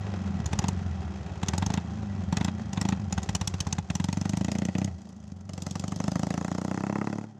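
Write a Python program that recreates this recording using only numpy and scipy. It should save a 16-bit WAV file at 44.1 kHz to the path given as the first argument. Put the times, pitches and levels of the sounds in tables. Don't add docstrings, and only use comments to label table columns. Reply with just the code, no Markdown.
import sys
import numpy as np
from scipy import signal
from scipy.fft import rfft, irfft
from scipy.io import wavfile
from scipy.ndimage import uniform_filter1d, map_coordinates

SR = 44100
rng = np.random.default_rng(int(sys.argv[2]) if len(sys.argv) > 2 else 0)


def waveform_to_disk(signal):
    frames = np.transpose(np.atleast_2d(signal))
    scaled = np.clip(frames, -1, 1) * 32767
    samples = np.round(scaled).astype(np.int16)
    wavfile.write(sys.argv[1], SR, samples)


N = 325899
TIME = np.arange(N) / SR
AGE = np.arange(SR // 6) / SR


def from_db(db):
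    return 10 ** (np.asarray(db) / 20)


def rms_one(x):
    return x / np.sqrt(np.mean(x ** 2) + 1e-20)


def even(x, seconds):
    return x / np.sqrt(np.abs(uniform_filter1d(x * x, int(seconds * SR))) + 1e-9)


def burst(x):
    return x / np.sqrt(np.mean(x[:SR * 11 // 1000] ** 2))


def read(rows, when):
    axis, *columns = np.transpose(rows)
    return [np.interp(when, axis, column) for column in columns]


def add(track, s, sound):
    start = int(np.clip(s * SR, 0, N - 1))
    track[start:start + len(sound)] += sound[:N - start]


def delayed(x, seconds):
    return np.pad(x, (int(SR * seconds), 0))[:len(x)]


def lowpass(x, hz, order=1):
    return signal.lfilter(*signal.butter(order, hz, fs=SR), x)


def decay(t60):
    return np.exp(-np.log(1000) * AGE / t60)


def wander(per_s):
    knots = rng.standard_normal(int(per_s * N / SR) + 2)
    return rms_one(map_coordinates(knots, [TIME[::50] * per_s], order=3, mode="nearest"))


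def colour(x, spectrum, size=4096):
    hz, db = np.transpose(spectrum)
    log_hz = np.log(np.maximum(np.fft.rfftfreq(size, 1 / SR), 1))
    cepstrum = irfft(np.log(from_db(np.interp(log_hz, np.log(hz), db))))
    cepstrum[1:size // 2] *= 2
    cepstrum[size // 2 + 1:] = 0
    response = irfft(np.exp(rfft(cepstrum)))
    return signal.fftconvolve(x, response / np.linalg.norm(response))[:len(x)]


# (time [s], pipe pitch from gas heat [factor], load [0-1], distance [0-1])
RIDE = [(0, 0.98, 0.18, 0.01), (3.0, 1.17, 0, 0.15), (3.7, 1, 0, 0.06), (4.5, 1.19, 0.32, 0.37),
        (5.6, 1.052, 0.23, 0.78), (6.3, 1.077, 0.72, 0.88), (7.0, 1.235, 1.0, 1), (7.39, 1.14, 0.9, 0.74)]


def ride(when):
    return read(RIDE, when)


def engine_speed(when, first_rate=25.5, last_rate=35, idle_sag_per_s=12):
    curves = [speed for speed, _, _ in blips() + pulls() + gear_change()]
    stumble_s = BLIPS[0][0] - .08
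    rows = [(0, first_rate), (stumble_s, first_rate - idle_sag_per_s * stumble_s), (N / SR, last_rate)]
    for (_, shut_s, *_, coast, _), following in zip(BLIPS, curves[1:]):
        rows.append(((shut_s + following[0][0]) / 2, coast))
    rows += [tuple(row) for curve in curves for row in curve]
    return read(sorted(rows), when)[0]


def engine_cycles():
    cycles = np.cumsum(engine_speed(TIME)) / SR
    pop_times = np.array(hard_firings())[:, 0]
    free = np.interp(pop_times, TIME, cycles)
    whole = np.cumsum(np.maximum(np.round(np.diff(free, prepend=0)), 1))
    return cycles + np.interp(TIME, pop_times, whole - free)


# (frequency [Hz], gain [dB])
PIPE_GAIN = [(45, -36), (68, -5.5), (90, 10), (115, -4), (135, -2), (165, -5.5), (200, 5.5), (228, -10),
             (265, -18.5), (400, -31)]


def pipe_hum(harmonics, unsteady, pipe_lag_s=.00527):
    coarse = TIME[::50]
    speed = engine_speed(coarse)
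    _, load, _ = ride(coarse)
    angle = 2 * np.pi * (engine_cycles() - pipe_lag_s * engine_speed(TIME))
    gains = np.array([from_db(db + read(PIPE_GAIN, k * speed)[0]) for k, db in harmonics])
    gains = gains / np.sqrt(np.sum(gains ** 2, axis=0))
    unsteady = unsteady * (1 - .2 * load)
    out = 0
    for (k, _), gain in zip(harmonics, gains):
        swing = gain * (1 + unsteady * (wander(28) + 1j * wander(28)))
        level = np.interp(TIME, coarse, np.abs(swing))
        drift = np.interp(TIME, coarse, np.unwrap(np.angle(swing)))
        out = out + level * np.cos(k * angle + drift)
    return rms_one(out)


# (harmonic [x firing rate], level [dB])
LOW_HARMONICS = [(3, 0.5), (4, 2), (5, -7), (6, -14.5)]
UPPER_HARMONICS = [(6, 0), (7, -2), (8, 2), (9, -0.5), (10, 0.5), (11, -1.5), (12, 0)]
# (time [s], relative level [dB])
LOW_FADER = [(0, -40), (.6, -41), (.88, -37.5), (1.2, -45), (1.45, -44.5), (1.58, -36.5), (1.8, -44.5),
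             (2.25, -39.5), (2.7, -44.5), (3.15, -39.5), (3.5, -46.5), (4.7, -45.5), (4.92, -41.5),
             (5.04, -61), (5.35, -50.5), (7.0, -52), (7.39, -57.5)]
UPPER_FADER = [(0, -40), (.35, -31), (.9, -37.5), (1.45, -41), (2.1, -35.5), (2.75, -36), (2.95, -34.5),
               (3.2, -38.5), (4.1, -42), (4.65, -37), (4.9, -45), (5.55, -47.5), (6.1, -37), (6.6, -46.5),
               (7.2, -45), (7.39, -53.5)]


def mutter(low_trim_db=6.5):
    low = even(pipe_hum(LOW_HARMONICS, unsteady=.3), seconds=.12)
    upper = even(pipe_hum(UPPER_HARMONICS, unsteady=.65), seconds=.07)
    low_db, upper_db = read(LOW_FADER, TIME)[0], read(UPPER_FADER, TIME)[0]
    return from_db(low_db + low_trim_db) * low + from_db(upper_db) * upper


# (frequency [Hz], level [dB])
RUMBLE_EQ = [(20, -6), (45, -3), (70, 0), (150, -14), (400, -40), (3000, -110)]


def rumble(trim_db=-17):
    return from_db(read(LOW_FADER, TIME)[0] + trim_db) * colour(rng.standard_normal(N), RUMBLE_EQ)


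def strokes(per_firing, jitter_s, uneven_db, phase, ring):
    turns = engine_cycles() * per_firing - phase
    hits = np.zeros(N)
    for s in TIME[1:][np.diff(np.floor(turns)) > 0]:
        add(hits, s + jitter_s * rng.normal(), [from_db(uneven_db * rng.uniform(-1, 1))])
    return signal.fftconvolve(hits, ring)[:N]


def loose_parts(per_s=13, spread_db=6, t60=.036):
    knocks = (rng.random(N) < per_s / SR) * from_db(spread_db * rng.uniform(-1, 1, N))
    return rms_one(signal.fftconvolve(knocks, decay(t60))[:N])


# (frequency [Hz], level [dB], t60 [s])
TICK_MODES = [(784, 3, 0.05), (1360, -3, 0.036), (1937, -7, 0.076), (2586, -11.5, 0.078),
              (3218, -6.5, 0.036), (5260, -15, 0.044), (6560, -28, 0.048)]


def ticking():
    out = 0
    for hz, db, t60 in TICK_MODES:
        ring = np.sin(2 * np.pi * hz * AGE) * decay(t60)
        out = out + from_db(db) * strokes(3, jitter_s=.003, uneven_db=6, phase=.3, ring=ring)
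    return rms_one(out)


# (frequency [Hz], level [dB])
CLATTER_EQ = [(160, -40), (280, -0.5), (360, 0.5), (406, 0.5), (473, -10), (516, -3), (649, -5),
              (756, -1.5), (862, -6.5), (1730, -13), (1910, -14.5), (2180, -17), (2890, -19), (3160, -24),
              (3800, -21.5), (4940, -31.5), (8360, -120)]


def clatter(rattle, level_db, tick_db=-8):
    knocking = colour(rattle * rng.standard_normal(N), CLATTER_EQ)
    metal = from_db(level_db) * (knocking + from_db(tick_db) * ticking())
    _, _, distance = ride(TIME)
    return (1 - distance) * metal + distance * lowpass(metal, 900)


# (frequency [Hz], level [dB])
HISS_EQ = [(1940, -27), (3300, -5), (3630, -11), (4360, -7.5), (5370, -5.5), (6180, -4.5), (7400, -9),
           (8300, -20), (10000, -30), (14000, -42)]


def valve_hiss(rattle, taps, level_db, tap_db=-11):
    puffs = strokes(1, jitter_s=.0005, uneven_db=6, phase=.1, ring=decay(.035))
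    envelope = rms_one(rattle + from_db(tap_db) * rms_one(taps))
    envelope = rms_one(envelope + .23 * rms_one(puffs))
    return from_db(level_db) * colour(envelope * rng.standard_normal(N), HISS_EQ)


# (time [s], relative clatter level [dB], relative hiss level [dB])
MECHANICS_FADERS = [(0, -41.5, -59.5), (2.9, -45.3, -62), (3.9, -49.5, -61.5), (4.8, -49, -63),
                    (5.05, -53.5, -67.5), (5.45, -54, -71.5), (5.7, -48, -61.5), (6.15, -47, -60),
                    (7.15, -48.5, -65.5), (7.39, -55.5, -76.5)]


def mechanics(clatter_trim_db=-2.77, hiss_trim_db=.75, loose_db=-11):
    clatter_db, hiss_db = read(MECHANICS_FADERS, TIME)
    is_open = throttle()
    taps = strokes(3, jitter_s=.004, uneven_db=7, phase=.3, ring=decay(.03))
    rattle = rms_one(rms_one(1 + .81 * taps) + from_db(loose_db) * loose_parts())
    metal = clatter(rattle, clatter_db + clatter_trim_db + 1.5 * is_open)
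    return metal + valve_hiss(rattle, taps, hiss_db + hiss_trim_db + 4.5 * is_open)


def throttle(ease_s=.013):
    is_open = sum((TIME > speed[0][0]) & (TIME < speed[-1][0] + ease_s)
                  for speed, _, _ in blips() + pulls())
    return uniform_filter1d(is_open.astype(float), int(ease_s * SR))


# (open [s], shut [s], speed on opening, midway, on shutting and
# mid-coast [firings/s], first cylinder [0 near, 1 far])
BLIPS = [(.459, .683, 12.95, 17.09, 24.1, 20.7, 0), (1.4296, 1.774, 17.37, 23.41, 28.76, 25.7, 1),
         (2.3243, 2.48, 20.73, 25.84, 30.11, 27.2, 1), (2.7308, 2.923, 22.89, 26.22, 28.75, 25.3, 0)]
# (thump [dB], bark [dB], spit [dB], near cylinder's bark cut [dB],
# its spit boost [dB])
BLIP_MIX = (-19, -34.5, -36.5, 0.5, 6)
SPIT_KNEE_RATE = 15.3


def blips(spit_fade_db=.5):
    thump_db, bark_db, spit_db, *near_balance = BLIP_MIX
    out = []
    for open_s, shut_s, slow, midway, fast, _, cylinder in BLIPS:
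        speed = [(open_s, slow), ((open_s + shut_s) / 2, midway), (shut_s, fast)]
        mix = [(s, thump_db, bark_db, spit_db - spit_fade_db * max(rate - SPIT_KNEE_RATE, 0),
                *near_balance) for s, rate in speed]
        out.append((speed, mix, cylinder))
    return out


def hard_firings(near_early_s=.0004, near_thump_cut_db=1.3, step_s=.0002):
    cues = []
    for speed, mix, cylinder in blips() + pulls() + gear_change():
        clock = np.arange(speed[0][0], speed[-1][0] + .01, step_s)
        cycles = np.cumsum(read(speed, clock)[0]) * step_s
        for k in range(int(cycles[-1]) + 1):
            s = np.interp(k, cycles, clock)
            near = (-1) ** (k + cylinder)
            thump_db, bark_db, spit_db, bark_cut_db, spit_boost_db = read(mix, s)
            misfire_db = sum(db for when, db in MISFIRES if abs(when - s) < .012)
            cues.append((s - near_early_s * (near > 0),
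                         thump_db - near * near_thump_cut_db + misfire_db,
                         bark_db - near * bark_cut_db + misfire_db,
                         spit_db + near * spit_boost_db + misfire_db))
    return sorted(cues)


# (time [s], pop level change [dB])
MISFIRES = [(.459, -8), (2.731, -9), (3.229, -10.5), (3.842, -40), (4.717, -38), (7.21, -2)]


def misfire_dips(depth=.64, half_length_s=.023):
    gain = 1
    for s, db in MISFIRES:
        dip = np.exp(-((TIME - s) / half_length_s - .8) ** 2)
        gain = gain * (1 - depth * (1 - from_db(db)) * dip)
    return gain


# (frequency [Hz], level [dB], t60 [s], change at full load [dB])
PIPE_MODES = [ (87, -11.5, .2, -7), (159.6, 6, 0.055, -2), (256, -8, 0.049, 7.5), (341, -17, 0.023, -5)]


def thump(heat, load, rise_s=.0031, spread_db=.8):
    out = 0
    for k, (hz, db, t60, load_db) in enumerate(PIPE_MODES):
        gain = from_db(db + load * load_db - spread_db * rng.normal())
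        mode = np.cos(2 * np.pi * hz * heat * AGE) * decay(t60 / heat)
        out = out - (-1) ** k * gain * mode
    out = out * (1 - np.exp(-(AGE / rise_s) ** 2))
    low_cut_hz = 48 + 10 * load
    out = signal.lfilter(*signal.butter(2, low_cut_hz, "high", fs=SR), out)
    return out / out.max()


def jet(peak_s, steepness, tail_db, tail_t60, choke=1.0):
    swell = np.tanh(choke * (AGE / peak_s * np.exp(1 - AGE / peak_s)) ** steepness)
    tail = from_db(tail_db) * decay(tail_t60) * np.minimum(AGE / peak_s, 1)
    return (swell + tail) * rng.standard_normal(len(AGE))


# (frequency [Hz], level [dB])
BARK_NEAR_EQ = [(250, -29.5), (420, -1.5), (602, -17.5), (707, 0), (860, 5), (1250, -9.5), (1550, -7),
                (1750, -10.5), (1940, -5.5), (2240, -16.5), (2560, -8.5), (2900, -16), (3600, -7.5),
                (4680, -17), (7920, -120)]
BARK_MID_EQ = [(250, -34.5), (420, -13.5), (477, 0.5), (527, -1.5), (616, 3), (854, -4), (1070, -18),
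               (1200, -10.5), (1650, -18), (1960, -5), (2240, -14), (2620, -10.5), (3700, -21.5),
               (4810, -21), (8140, -120)]
BARK_FAR_EQ = [(220, -57), (380, -9.5), (439, -1), (621, 1.5), (1330, -5), (1570, -12.5), (1880, -8),
               (2440, -18.5), (2660, -13), (3800, -60), (4940, -29), (8360, -120)]


def bark(db, load, distance, heat):
    drive = jet(peak_s=.0014, steepness=.27, tail_db=-8, tail_t60=.04)
    add(drive, .0008, [4.8])
    add(drive, .00303 / heat, [-2.1 - 20.8 * load])
    edge_hz = np.clip(2300 * np.exp(.03 * (db + 45.5)), 500, SR / 4)
    drive = lowpass(drive, edge_hz)
    near, far = np.clip([1 - 2 * distance, 2 * distance - 1], 0, 1)
    return burst(near * colour(drive, BARK_NEAR_EQ) + (1 - near - far) * colour(drive, BARK_MID_EQ)
                 + far * colour(drive, BARK_FAR_EQ))


# (frequency [Hz], level [dB])
SPIT_EQ = [(1530, -45.5), (2600, -5), (2890, -6), (3420, -7), (4640, -6), (5850, 0.5), (6840, 2.5),
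           (7700, -3), (10300, -20.5), (13800, -26), (14500, -36), (15400, -54)]


def spit(db, load, speed, distance, whistle=.068, slap_db=-17, tail_db=-16):
    peak_s = .0021 * (1.5 - .4 * max(db + 29, 0))
    peak_s *= from_db(-3 * load) * min(SPIT_KNEE_RATE / speed, 1) ** .63
    gas = jet(peak_s, steepness=2.4, tail_db=-16, tail_t60=.02, choke=1.8)
    edge_tone = np.sin(2 * np.pi * rng.uniform(5200, 7300) * AGE) * decay(.003)
    body = lowpass(gas, rng.uniform(1500, 5000))
    gas = gas + rng.uniform(-.7, 1.3) * body
    gas = gas + whistle * signal.fftconvolve(gas, edge_tone)[:len(AGE)]
    gas = gas + .47 * delayed(gas, rng.uniform(.0006, .0014))
    gas = gas + from_db(slap_db) * (distance > .1) * delayed(gas, .012)
    scatter = lowpass(rng.standard_normal(len(AGE)), 11000, order=2)
    tail = from_db(tail_db) * scatter * decay(.09) * (1 - decay(.015))
    return burst(colour(gas + tail, SPIT_EQ))


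def pops(thump_trim_db=-2, bark_trim_db=.8, spit_trim_db=1.5, uneven_db=.97):
    out = np.zeros(N)
    for s, *levels in hard_firings():
        thump_db, bark_db, spit_db = levels + uneven_db * rng.standard_normal(3)
        heat, load, distance = ride(s)
        add(out, s, from_db(thump_db + thump_trim_db + .5 * distance) * thump(heat, load))
        add(out, s, from_db(bark_db + bark_trim_db) * bark(bark_db, load, distance, heat))
        early_s = .0005 * (spit_db > bark_db - 4)
        spit_gain = from_db(spit_db + spit_trim_db - 1.16 * distance)
        add(out, s - early_s, spit_gain * spit(spit_db, load, engine_speed(s), distance))
    return out


# (time [s], speed [firings/s])
CLUTCH_SPEED = [(3.1249, 18.94), (3.226, 19.09), (3.234, 17.0), (3.609, 15.06), (3.665, 16.63),
                (3.783, 17.94)]
FIRST_GEAR_SPEED = [(3.9001, 17.72), (3.998, 22.93), (4.203, 23.77), (4.628, 30.38), (4.736, 30.15),
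                    (4.876, 33.5)]
SECOND_GEAR_SPEED = [(5.4916, 23.7), (5.71, 22.09), (5.759, 23.49), (6.198, 26.67), (6.578, 30.03),
                     (6.938, 34.04), (7.238, 36.35)]
# (time [s], thump [dB], bark [dB], spit [dB],
# near cylinder's bark cut [dB], its spit boost [dB])
CLUTCH_MIX = [(3.125, -21, -35, -38.5, 2, 3.5), (3.35, -23, -34, -34, 0, 4.5),
              (3.54, -24, -42, -38, 0.5, 7), (3.78, -19, -35.5, -37.5, 0.7, 6.5)]
FIRST_GEAR_MIX = [(3.9, -18.5, -38, -39.5, 1.1, 4.8), (4.05, -18.5, -38, -42.5, 0.85, 4.5),
                  (4.25, -18, -40.5, -43.5, 1.4, 3.9), (4.46, -18, -37, -44.2, 0.52, 5),
                  (4.65, -19, -40, -46, 2.1, 5.8), (4.78, -15.5, -38, -48, 2.9, 6.6),
                  (4.845, -17, -41.5, -44.5, 1.9, 5), (4.876, -27, -45.5, -61, 3, 5.5)]
SECOND_GEAR_MIX = [(5.49, -30, -48.5, -48, 1.8, 2), (5.7, -25, -44, -41, 5.8, 0.5),
                   (5.96, -22.5, -42, -46.5, 4.4, 2), (6.06, -17.5, -36.5, -42.5, 3.3, -1.5),
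                   (6.3, -19, -35, -44.5, 1.6, -2), (6.58, -20, -38, -47.5, 2.6, -1),
                   (6.94, -19, -34.5, -54, 2.2, 0), (7.17, -22, -40.5, -57, 4.5, -4),
                   (7.24, -31.5, -47.5, -61, 1, 1)]


def pulls():
    return [(CLUTCH_SPEED, CLUTCH_MIX, 0), (FIRST_GEAR_SPEED, FIRST_GEAR_MIX, 1),
            (SECOND_GEAR_SPEED, SECOND_GEAR_MIX, 1)]


def street(exhaust, wet_db=-22, predelay_s=.02, dull_hz=1800):
    scatter = rng.standard_normal(len(AGE)) * decay(.82) * (AGE > predelay_s)
    scatter = lowpass(scatter / np.linalg.norm(scatter), dull_hz, order=2)
    _, _, distance = ride(TIME)
    return from_db(wet_db) * signal.fftconvolve(exhaust * distance, scatter)[:N]


# (time [s], speed [firings/s])
SPUTTER_SPEED = [(4.981, 28), (5.277, 26.05), (5.33, 22), (5.453, 22.6)]
# (time [s], thump [dB], bark [dB], spit [dB],
# near cylinder's bark cut [dB], its spit boost [dB])
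SPUTTER_MIX = [(4.98, -53, -62, -64, -2, -3), (5.275, -53, -63, -63, 2, 0), (5.317, -31, -58, -57, -1, 2),
               (5.365, -49, -67, -64.5, 1, -3)]


def gear_change():
    return [(SPUTTER_SPEED, SPUTTER_MIX, 0)]


def scene(width_db=-18):
    exhaust = pops()
    engine = mechanics() + rumble() + misfire_dips() * mutter()
    mid = exhaust + engine + street(exhaust)
    treble = signal.sosfilt(signal.butter(8, 4200, "high", fs=SR, output="sos"), mid)
    side = from_db(width_db) * np.roll(treble, SR // 1000)
    return np.array([mid + side, mid - side])


def record(dry, low_cut_hz=42, high_cut_hz=14700):
    thinned = signal.sosfilt(signal.butter(2, low_cut_hz, "high", fs=SR, output="sos"), dry)
    return signal.sosfilt(signal.ellip(10, .1, 80, high_cut_hz, fs=SR, output="sos"), thinned)


dry = scene()
out = record(dry)
waveform_to_disk(out)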